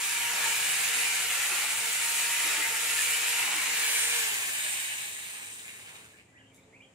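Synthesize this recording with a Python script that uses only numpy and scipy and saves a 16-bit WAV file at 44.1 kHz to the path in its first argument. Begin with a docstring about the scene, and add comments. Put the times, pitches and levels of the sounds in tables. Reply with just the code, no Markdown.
"""In a walled garden, a small electric chainsaw cuts leafy branches a few metres away.
Its motor whines and slows in each cut, while the chain rattles round the steel bar and the teeth
chop at the wood. Then the trigger is let go and the saw coasts to a stop. Branches knock, twigs snap,
feet crunch on leaves and, near the end, birds whistle. Distant traffic hums all the while.
The wall and the leaves send the sound back as short echoes."""
import sys
import numpy as np
from scipy import signal
from scipy.fft import rfft, irfft, next_fast_len
from scipy.io import wavfile
from scipy.ndimage import map_coordinates

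SR = 44100
rng = np.random.default_rng(int(sys.argv[2]) if len(sys.argv) > 2 else 0)


def generate_wav(signal):
    """Clip the signal to [-1, 1] and save it as 16-bit WAV at the path in sys.argv[1]."""
    frames = np.transpose(np.atleast_2d(signal))
    scaled = np.clip(frames, -1, 1) * 32767
    pcm = np.round(scaled).astype(np.int16)
    wavfile.write(sys.argv[1], SR, pcm)


N = 306054

# Levels in the tables are relative: filters and the mix still turn them up or down.
# Garden air and far traffic. Each row: frequency in Hz, level in dB.
AIR_SPECTRUM = [(25, -20), (55, -8), (92, 4), (130, 1), (300, -2.5), (550, -4), (900, -9), (1300, -15),
                (2300, -10), (4000, -22.5), (5800, -24), (7300, -14.5), (10000, -27.5), (15000, -42)]
# How alike the air sounds left and right. Each row: frequency in Hz, likeness (1 is the same).
AIR_LIKENESS = [(60, 1), (300, 0.86), (700, 0.48), (2000, 0.085), (6000, 0.071)]
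# Distant engines. Each row: start and end in seconds, pitch in Hz, level in dB.
ENGINE_HUMS = [(0, 7, 107, -71), (0, 7, 200, -74), (.33, .97, 146, -64), (6.3, 7, 266, -65.5),
               (6.3, 7, 533, -72.5), (5, 6.3, 432, -71.5), (6.52, 6.85, 441, -70)]
# Bird notes. Each row: start and length in seconds, first and last pitch in Hz, level in dB,
# delay of the left side in milliseconds.
BIRD_NOTES = [(6.255, .03, 2550, 2300, -65, -.07), (6.275, .04, 2000, 1980, -66, -.07),
              (6.32, .055, 1500, 1850, -62, .2), (6.35, .04, 1880, 1990, -55, .16),
              (6.354, .045, 2000, 3150, -60, -.07), (6.378, .06, 1900, 1520, -61, .2),
              (6.385, .05, 3150, 2750, -60.5, -.07), (6.428, .04, 2550, 2780, -65, -.07),
              (6.452, .045, 2950, 3070, -61.5, -.07), (6.505, .035, 2420, 2200, -63, 0),
              (6.53, .05, 3400, 3850, -67, .04), (6.57, .045, 2200, 2360, -60, 0),
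              (6.592, .03, 4050, 3350, -68, .04), (6.615, .035, 3250, 4050, -66, .04),
              (6.724, .046, 1950, 2420, -54, -.07), (6.752, .028, 2400, 2700, -57, -.07),
              (6.802, .015, 2350, 2480, -49, -.07), (6.808, .028, 2480, 3150, -56.5, -.05),
              (6.827, .04, 3170, 3020, -60, -.05)]
# Steps on fallen leaves. Each row: middle and half length in seconds, level in dB.
FOOTSTEPS = [(4.42, 0.11, -54), (4.74, 0.098, -58), (5.37, 0.09, -55.5), (5.944, 0.13, -57)]
# Branches knocking as they give way. Each row: start in seconds, level in dB, pitch in Hz.
BRANCH_KNOCKS = [(0.948, -45, 251), (1.517, -38.5, 346), (2.449, -42, 334), (2.58, -39, 311),
                 (3.419, -43, 414.7), (3.558, -40, 309.8)]
# Twigs and dry leaves snapping. Each row: start in seconds, level in dB.
TWIG_SNAPS = [(3.9114, -42), (3.952, -38), (6.0843, -58), (6.546, -47), (6.5614, -50)]

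# How long the garden echoes. Each row: frequency in Hz, seconds to fade by 60 dB.
ECHO_TIMES = [(200, 0.077), (2000, 0.32), (12000, 0.33)]
# What wall and leaves send back. Each row: frequency in Hz, level in dB.
ECHO_SPECTRUM = [(200, -26), (700, -2.5), (2000, 1), (5000, 7), (12000, 4)]
# First echoes off ground, trunk and wall. Each row: delay in milliseconds, level in dB.
ECHO_PATHS = [(1.4, -7), (5.2, -13), (11, -7), (16, -6), (27, -10.5)]
# The saw moves to the right. Each row: time in seconds, delay of the left side in milliseconds.
SAW_DIRECTION = [(0, 0.028), (2.8, 0.017), (3.7, 0.036), (4.3, 0.16), (4.7, 0.25), (5.7, 0.2), (6.3, 0.18)]
# Each microphone opening rings in its own way. Each row: frequency in Hz, left minus right in dB.
MIC_BALANCE = [(300, -0.5), (650, 0), (900, -3), (1250, -2.5), (1650, 1.5), (2100, 0), (3500, -0.5),
               (5200, 0.5), (7100, 5.5), (8000, 3.5), (9000, -9.5), (10200, -2), (11300, -4), (12800, 1)]

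# The tone colours of five things that get struck. Each row: frequency in Hz, level in dB.
WOOD_SPECTRUM = [(100, -44.5), (200, -11.5), (330, -5.5), (520, -5.5), (650, -7.5), (820, 1), (1100, 1),
                 (1700, -3.5), (3000, -21.5)]  # branches and twigs
HOUSING_SPECTRUM = [(300, -32.5), (620, -21.5), (760, -17), (1200, -15), (1500, -10), (1720, -4),
                    (1950, -1), (2350, 1.5), (2900, -1.5), (3350, -10), (3800, -8.5), (4500, -10.5),
                    (5600, -18), (8000, -39.5)]  # the plastic housing
STEEL_SPECTRUM = [(2500, -33), (3300, -13), (3800, -5.5), (4500, -5.5), (5400, -10.5), (6300, -7.5),
                  (7200, -2), (8600, -1), (9800, -5.5), (11200, -5.5), (12600, -11), (13500, -6),
                  (14800, -17.5), (15600, -5.5)]  # the chain on the steel bar
SLACK_SPECTRUM = [(2800, -36), (3400, -11.5), (3850, -2.5), (4400, -23.5), (7400, -4), (8500, 1),
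                  (9200, -5.5), (10200, -25)]  # the bar, rung by the slack chain as it coasts
GEAR_SPECTRUM = [(400, -24), (850, -9), (1150, -1.5), (1450, -0.5), (2100, 3), (3400, -2.5), (4800, -3.5),
                 (5650, -4), (7100, -2), (10000, -26.5)]  # the gears under power
# Narrow bands where bar and cover ring. Each row: frequency and width in Hz, boost in dB.
SAW_RESONANCES = [(740, 36, 4), (1143, 43, -4), (1395, 51, 4.5), (1643, 54, 3), (1717, 32, 4.8),
                  (1810, 90, -0.5), (2316, 32, 2.5), (2350, 64, 1), (2950, 79, 1), (3710, 200, 1.2),
                  (5530, 300, -1), (7178, 110, 2), (7650, 300, -1), (10130, 200, 2.5)]
# The chain rasps on a twig or chatters in its groove.
# Each row: middle and half length in seconds, frequency and width in Hz, level in dB.
CHAIN_RASPS = [(0.434, .045, 1550, 900, -39), (1.05, 0.085, 2400, 800, -34), (1.64, .035, 950, 600, -42.5),
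               (2.637, 0.024, 2040, 400, -31), (2.645, 0.018, 1663, 200, -38),
               (2.996, .04, 1750, 180, -37.5), (3.44, 0.03, 1250, 702.7, -43),
               (3.665, .02, 2379, 250.1, -36.5), (5.165, .018, 2050, 600, -46),
               (5.315, 0.019, 2550, 400, -45.5), (5.759, .018, 1900, 597.6, -48),
               (5.816, 0.022, 2196, 600, -55), (6.144, .02, 1706, 130, -61)]
# The steel sizzles as the flat of the bar swings towards the listener.
# Each row: middle and half length in seconds, level in dB.
BAR_SIZZLES = [(.97, .06, -43), (3.03, 0.034, -39.5), (3.99, 0.097, -35), (4.71, 0.068, -40)]
# The saw is dipped, lifted and turned. Each row: time in seconds, change of rattle and of hiss in dB.
CHAIN_TURNING = [(0, -3, 1), (.25, -1.5, -1.8), (.43, -.7, 1.5), (.8, 0.5, 0.3), (1, 0.9, 0.5),
                 (1.25, -0.7, -0.3), (1.58, -0.5, 0.5), (1.76, -2.5, -0.5), (2.03, -1.6, 1.2),
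                 (2.5, 1.2, 0.5), (2.64, -1.2, -0.7), (2.76, -0.5, 0.5), (3.03, 0, 1.5), (3.3, 0, -0.5),
                 (3.55, -0.8, -0.4), (3.76, 1, 0.9), (3.99, 1, 1.3), (4.17, 0.5, 0.5), (4.5, -2, 1),
                 (4.8, 1.8, 2), (5.15, -2.2, 0), (5.6, -3.5, 0), (5.95, .6, 1.5), (6.08, -.3, -1),
                 (6.22, -3, -1)]
# Gritty gear tones. Each row: multiple of the shaft speed, level at full speed in dB.
GEAR_PARTIALS = [(3.65, -51), (5.0, -47), (5.3, -49.5), (6.25, -49.5)]
# Three motor tones swell and sink as the saw is turned. Each row: time in seconds, level in dB.
SHAFT_LEVELS = [(0, -63), (.25, -61), (.54, -54.5), (.75, -64), (.98, -53), (1.12, -60), (1.3, -58),
                (1.45, -66), (1.68, -67), (1.82, -55), (2, -62), (2.6, -58.5), (3.03, -56), (3.38, -58.5),
                (3.52, -64), (3.72, -55.5), (4, -56), (4.23, -49.5), (4.4, -57)]  # one wave per turn of the shaft
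OCTAVE_LEVELS = [(.06, -55), (.17, -48), (.3, -47), (.53, -47.5), (.66, -63), (.88, -60), (1.03, -50.5),
                 (1.25, -54), (1.5, -59), (1.8, -52.5), (2.15, -50), (2.5, -51.5), (2.85, -48), (3.12, -62),
                 (3.35, -47.5), (3.55, -57), (4.15, -54.5), (4.35, -60)]  # two waves per turn
WHISTLE_LEVELS = [(0, -47), (.27, -41), (.45, -48), (.6, -48), (.72, -41), (.88, -43), (1.02, -39.5),
                  (1.15, -45), (1.35, -40.5), (1.7, -52), (2.0, -44), (2.2, -42), (2.34, -45), (2.42, -36),
                  (2.56, -49), (2.74, -48), (2.87, -40), (3.15, -42), (3.35, -39.5), (3.6, -51),
                  (3.95, -42), (4.2, -43)]  # the commutator, the motor's spinning contact
# Weaker motor tones. Each row: multiple of the shaft speed, level against the octave in dB.
MOTOR_OVERTONES = [(3, -4), (12, -3)]
# The chain meets a branch and drags the motor down. Each row: start and length in seconds,
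# speed lost in turns per second, recovery time in seconds, strength of the bite in dB.
BRANCH_CUTS = [(-.5, .15, 16, 0.75, -38), (0.34, .13, 13.4, 1.24, -42.5), (1.37, 0.13, 3.3, 0.29, -51),
               (1.512, 0.19, 23.5, 0.66, -49.5), (2.171, 0.23, 5, 0.57, -64),
               (2.466, .12, 18.8, 0.84, -41.5), (3.402, .18, 17, 0.64, -43.5)]

FREE_HZ = 471.3  # shaft turns per second when nothing is being cut
RELEASE_S, STOP_S = 4.18, 6.3  # the trigger is let go; the coasting ends


def amp(db):
    """Turn decibels into a gain."""
    return 10 ** (np.asarray(db) / 20)


def unit(x):
    """Scale a sound to an average power of 1."""
    return x / np.sqrt(np.mean(x ** 2) + 1e-20)


def clock():
    """The time of every sample in seconds."""
    return np.arange(N) / SR


def along(points, hz):
    """Read between the rows of a (frequency, value) table, on a log frequency scale."""
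    freqs, values = np.transpose(points)
    return np.interp(np.log(hz + 1), np.log(freqs + 1), values)


def curves(rows):
    """Join timed rows with straight lines: one curve for each column after the time."""
    times, *columns = np.transpose(rows)
    return [np.interp(clock(), times, column) for column in columns]


def wobble(rate):
    """A smooth random curve through `rate` random points a second."""
    knots = rng.standard_normal(int(N * rate / SR) + 4)
    fine = signal.resample(knots, 10 * len(knots))
    return unit(np.interp(clock() * rate * 10, np.arange(len(fine)), fine))


def swell(middle, half_length, db):
    """A bell-shaped rise and fall of gain."""
    return amp(db) * np.exp(-((clock() - middle) / half_length) ** 2)


def phase(hz):
    """The running angle of a wave whose pitch changes."""
    return 2 * np.pi * np.cumsum(hz) / SR


def filtered(x, response):
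    """Filter x; `response` gives the gain at each frequency."""
    size = next_fast_len(N + SR // 2)
    return irfft(rfft(x, size) * response(np.fft.rfftfreq(size, 1 / SR)), size)[..., :N]


def resonance(f, hz, width_hz):
    """How something that rings at `hz` responds to the frequencies f."""
    return 1j * f * width_hz / (hz * hz - f * f + 1j * f * width_hz)


def band(x, hz, width_hz):
    """Pass x through a steep resonance; the result has power 1."""
    return unit(filtered(x, lambda f: resonance(f, hz, width_hz) ** 2))


def body(x, spectrum):
    """Let x ring an object with the given tone colour; the result has power 1."""
    size = 4096
    hz = np.fft.rfftfreq(size, 1 / SR)
    gain = amp(along(spectrum, hz)) * np.clip(hz / spectrum[0][0], 1e-2, 1)
    # folding the cepstrum makes the ring come after each blow, never before it
    cepstrum = irfft(np.log(gain))
    cepstrum[1:size // 2] *= 2
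    cepstrum[size // 2 + 1:] = 0
    ring = irfft(np.exp(rfft(cepstrum)))
    return unit(signal.fftconvolve(x, ring)[:N])


def impacts(rate, scatter, size_db, sliding):
    """Uneven blows, `rate` a second, each a short scrape, over a share of steady sliding noise."""
    count = np.cumsum(rate) / SR
    beats = np.arange(1, int(count[-1]))
    at = np.interp(beats + scatter * rng.standard_normal(len(beats)), count, np.arange(N)).astype(int)
    sizes = amp(size_db * rng.standard_normal(len(at)))
    energy = np.bincount(at, sizes ** 2 / rate[at], N)
    energy = signal.lfilter([1], [1, -np.exp(-1 / (0.00028 * SR))], energy)
    return np.sqrt(sliding + (1 - sliding) * energy / energy.mean()) * rng.standard_normal(N)


def air():
    """A soft outdoor rush, with engines droning far away."""
    def colour(hz):
        spread = np.arccos(np.clip(along(AIR_LIKENESS, hz), -1, 1)) / 2
        return amp(along(AIR_SPECTRUM, hz)) * [np.cos(spread), np.sin(spread)]

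    mid, side = filtered(rng.standard_normal((2, N)), colour)
    out = amp(-61.5 + 0.63 * wobble(2.9)) * unit(np.array([mid + side, mid - side]))
    for start, end, hz, db in ENGINE_HUMS:
        present = np.clip(np.minimum(clock() - start, end - clock()) / 0.095, 0, 1)
        out += present * amp(db + 2 * wobble(9)) * np.sin(phase(hz + 2 * wobble(14)))
    return out


def birds():
    """Quick sliding whistles from several places in the trees, with a soft echo off trunks and wall."""
    near_db, pan_db, echo_db, echo_s = -60, -1.4, -2.5, .3
    song, straight = np.zeros(N + SR), np.zeros((2, N + SR))
    for start, length, start_hz, end_hz, db, lag_ms in BIRD_NOTES:
        progress = np.linspace(0, 1, round(length * SR))
        quaver = 1 + .032 * wobble(400)[:len(progress)]
        hz = quaver * (start_hz + (end_hz - start_hz) * np.sin(np.pi / 2 * progress) ** 1.3)
        note = amp(db) * np.sin(np.pi * progress) * np.sin(phase(hz))
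        song[round(start * SR):][:len(note)] += note
        hidden_db = .35 * min(db - near_db, 0)  # weak notes come from deeper in the trees
        for channel, side in enumerate((.5, -.5)):
            at = round((start + side * lag_ms / 1000) * SR)
            straight[channel, at:][:len(note)] += amp(hidden_db + side * pan_db) * note
    t = np.arange(SR // 3) / SR
    tail = rng.standard_normal((2, len(t))) * amp(-60 * t / echo_s) * np.clip(t / .02, 0, 1)
    echo = signal.fftconvolve(song[None], tail / np.linalg.norm(tail[0]), axes=1)
    return straight[:, :N] + amp(echo_db) * echo[:, :N]


def garden_echo(x):
    """The wall and countless leaves return a blur of sound; each band fades at its own pace."""
    size = 256
    hz, t, bands = signal.stft(x, SR, nperseg=size)
    kept = amp(-60 * t[1] / along(ECHO_TIMES, hz)) ** 2  # share of energy left after each time step
    energy = np.array([signal.lfilter([0, 1 - k], [1, -k], power)
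                       for k, power in zip(kept, np.abs(bands) ** 2)])
    noise = signal.stft(rng.standard_normal((2, N)), SR, nperseg=size)[2]
    shaped = noise * np.sqrt(energy / np.mean(np.abs(noise) ** 2))
    wash = signal.istft(shaped, SR, nperseg=size)[1][:, :N]
    return filtered(wash, lambda f: amp(along(ECHO_SPECTRUM, f) - 2.5))


def reflections(x):
    """The first echoes: their paths drift as the saw is moved, so the tone colour keeps shifting."""
    out = np.zeros((2, N))
    for delay_ms, db in ECHO_PATHS:
        drift_ms = .12 * wobble(2.5) + .05 * delay_ms * wobble(.5)
        skew_ms = 0.2005 * wobble(.7)  # each arrives from its own direction
        for channel, side in enumerate((-1, 1)):
            late_s = (delay_ms + drift_ms + side * skew_ms) / 1000
            out[channel] += amp(db) * map_coordinates(x, [(clock() - late_s) * SR], order=2)
    return out


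def straight_path(x):
    """Sound coming straight from the saw reaches the right side first."""
    lag_ms, = curves(SAW_DIRECTION)
    shift = lag_ms * SR / 1000 / 2
    return np.array([map_coordinates(x, [np.arange(N) + side * shift], order=4) for side in (-1, 1)])


def steps():
    """Each step presses twigs and fallen leaves with a soft, woody crunch."""
    twigs = impacts(np.full(N, 400), scatter=.3, size_db=2, sliding=.7)
    return sum(swell(*row) for row in FOOTSTEPS) * body(twigs, WOOD_SPECTRUM)


def branches():
    """Branches give way with dull knocks; twigs snap brightly inside a brief rustle of leaves."""
    knocks, snaps = np.zeros((2, N + SR))
    t = np.arange(SR // 4) / SR
    for start, db, hz in BRANCH_KNOCKS:
        level = amp(db - 60 * t / 0.098) * (1 - np.exp(-t / 0.0018))
        knocks[round(start * SR):][:len(t)] += level * np.sin(2 * np.pi * hz * t)
    for start, db in TWIG_SNAPS:
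        at = round(start * SR)
        snaps[at:][:len(t)] += amp(db - 60 * t / 0.008) * rng.standard_normal(len(t))
        rustle = amp(-60 * np.abs(t - t.mean()) / 0.089) * rng.standard_normal(len(t))
        snaps[at - len(t) // 2:][:len(t)] += amp(db - 15.5) * rustle
    return knocks[:N] + filtered(snaps[:N], lambda f: resonance(f, hz=8000, width_hz=11000) ** 2)


def shaft_speed():
    """Turns per second: each cut slows the motor; with the trigger let go, drag and friction brake it."""
    t, speed = clock(), np.full(N, FREE_HZ)
    for start, length, sag, recovery, _ in BRANCH_CUTS:
        recovering = np.clip(1 - (t - start - length) / recovery, 0, 1) ** 1.3
        speed -= sag * np.clip((t - start) / length, 0, 1) * recovering
    drag_s = 1.62
    friction = np.exp((RELEASE_S - STOP_S) / drag_s)
    coasting = (np.exp((RELEASE_S - t) / drag_s) - friction) / (1 - friction)
    return speed * np.clip(coasting, .01, 1)


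def speed_db(speed):
    """The speed in dB against the free-running motor."""
    return 20 * np.log10(speed / FREE_HZ)


def bite_strength():
    """The teeth catch just before the motor slows, tear hardest early in the cut, then ease off."""
    lead_s, attack_s, hold_share, fade_s = 0.038, 0.033, 0.55, 0.24
    t, strength = clock(), np.zeros(N)
    for start, length, _, _, db in BRANCH_CUTS:
        catching = np.clip((t - start + lead_s) / attack_s, 0, 1)
        easing = np.exp(-np.maximum(t - start - hold_share * length, 0) / fade_s)
        strength += amp(db) * catching * easing
    return strength


def cutting(speed):
    """Teeth, one for every few links, chop at the branch; the free chain clatters more softly."""
    clatter = amp(-48 + 1.05 * speed_db(speed))
    teeth = impacts(.4 * speed + 60, scatter=.2, size_db=1.5, sliding=0.47)
    return np.hypot(bite_strength(), clatter) * body(teeth, WOOD_SPECTRUM)


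def rasps(speed):
    """Bursts of hard tooth strikes ring one part of the saw or wood; the bar adds bright sizzles."""
    teeth = impacts(.4 * speed + 60, scatter=.15, size_db=2, sliding=.35)
    rasping = sum(swell(middle, half_length, db) * band(teeth, hz, width_hz)
                  for middle, half_length, hz, width_hz, db in CHAIN_RASPS)
    links = impacts(1.6 * speed + 90, scatter=.22, size_db=3, sliding=.3)
    return rasping + sum(swell(*row) for row in BAR_SIZZLES) * band(links, hz=8720, width_hz=1400)


def gear_tones(speed):
    """Driven gears sing roughly: the play between their teeth scatters pitch and level."""
    out = np.zeros(N)
    for multiple, db in GEAR_PARTIALS:
        angle = phase(multiple * speed * (1 + .012 * wobble(300)))
        out += amp(db + 3 * wobble(120)) * np.sin(angle)
    return np.sqrt(2) * out * (speed / FREE_HZ) ** 6


def ringing(x):
    """Bar and cover lift or dip narrow bands, now more, now less, as the saw is turned."""
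    out = x
    for hz, width_hz, db in SAW_RESONANCES:
        ring = filtered(x, lambda f: resonance(f, hz, width_hz))
        out = out + (amp(db) - 1) * (1 + .45 * wobble(4)) * ring
    return out


def chain(speed):
    """Links strike the drive wheel and bar, shaking the housing; the ticks thin out as the chain slows."""
    rattle_turn_db, hiss_turn_db = curves(CHAIN_TURNING)
    bite = bite_strength()
    load = bite / bite.max()  # wood in the chain shakes the housing
    shake_db = 0.9 * speed_db(speed) + 0.4 * load + rattle_turn_db
    hiss_db = -32.5 + 1.113 * speed_db(speed) + hiss_turn_db
    links = impacts(1.62 * speed + 90, scatter=.22, size_db=2.5, sliding=0.28)
    flap_db = 0.24 * wobble(45) + .5 * wobble(110)  # the slack chain flaps on the bar
    lumps_db = 0.49 * wobble(70) + 2.5 * (1 - speed / FREE_HZ) * wobble(45)  # more so when coasting
    rattle = amp(-34.5 + shake_db + flap_db + lumps_db) * body(links, HOUSING_SPECTRUM)
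    drive = (speed / speed.max()) ** 2.68  # gear noise fades faster than the rattle
    sway_db = 0.18 * wobble(30)  # the saw shakes in the hands
    hiss = amp(hiss_db + flap_db + sway_db - 2.0 * (1 - drive)) * body(links, STEEL_SPECTRUM)
    slack = impacts(1.8 * speed + 90, scatter=0.22, size_db=4.0, sliding=0.61)
    bar = amp(hiss_db + flap_db - 4) * (1 - drive) * body(slack, SLACK_SPECTRUM)
    gear_ticks = impacts(4 * speed + 60, scatter=0.39, size_db=3.5, sliding=0.57)
    gears = amp(-38 + shake_db) * drive * body(gear_ticks, GEAR_SPECTRUM)
    running = np.clip((6.35 - clock()) / 0.048, 0, 1)
    return running * (rattle + hiss + bar + gears)


def motor(speed):
    """The shaft sings, weakening and shuddering in the cuts; the commutator adds a thin whistle."""
    shaft_db, = curves(SHAFT_LEVELS)
    octave_db, = curves(OCTAVE_LEVELS)
    whistle_db, = curves(WHISTLE_LEVELS)
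    load = np.clip((FREE_HZ - speed) / 20, 0, 1) ** 2 * (clock() < RELEASE_S)
    shaft_db += 8 * speed_db(speed) - load  # a full load takes off 1 dB
    octave_db += 2 * speed_db(speed) - load
    unsteady = 1 + .001 * wobble(40) + .003 * wobble(220)
    angle = phase(speed * unsteady)
    shudder = phase(speed * .011 * (.25 + load) * wobble(90))
    slowing = np.minimum(1 - speed / FREE_HZ, .15)  # the coasting rotor rattles, so its tones break up
    flutter_db = 1.8 + 2 * load + 14 * slowing

    def tone(multiple, db):
        return amp(db + flutter_db * wobble(40)) * np.sin(multiple * (angle + shudder))

    tones = tone(1, shaft_db) + tone(2, octave_db)
    for multiple, db in MOTOR_OVERTONES:
        tones += tone(multiple, octave_db + db)
    whistle = amp(whistle_db + 3.2 * wobble(45)) * np.sin(24 * angle)
    powered = np.clip((4.26 - clock()) / .06, 0, 1)  # the whistle stops with the current
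    singing = np.clip((4.95 - clock()) / .35, 0, 1)
    return np.sqrt(2) * (singing * tones + powered * whistle)


def scene():
    """Mix saw, branches and steps with their echoes, the birds and the air."""
    speed = shaft_speed()
    saw = ringing(chain(speed)) + cutting(speed) + rasps(speed) + gear_tones(speed)
    work = amp(-3) * (saw + branches() + steps())
    whine = motor(speed)
    wash = garden_echo(work + amp(-11) * whine)
    return straight_path(work + whine) + reflections(work) + wash + birds() + air()


def record(dry):
    """Each microphone opening colours the sound in its own way; the highest treble is cut off."""
    def response(hz):
        top_hz = 15630
        passband = np.clip((top_hz - hz) / 200 + .5, 0, 1)
        return amp(np.outer([.5, -.5], along(MIC_BALANCE, hz))) * passband

    return filtered(dry, response)


dry = scene()
out = record(dry)
generate_wav(out)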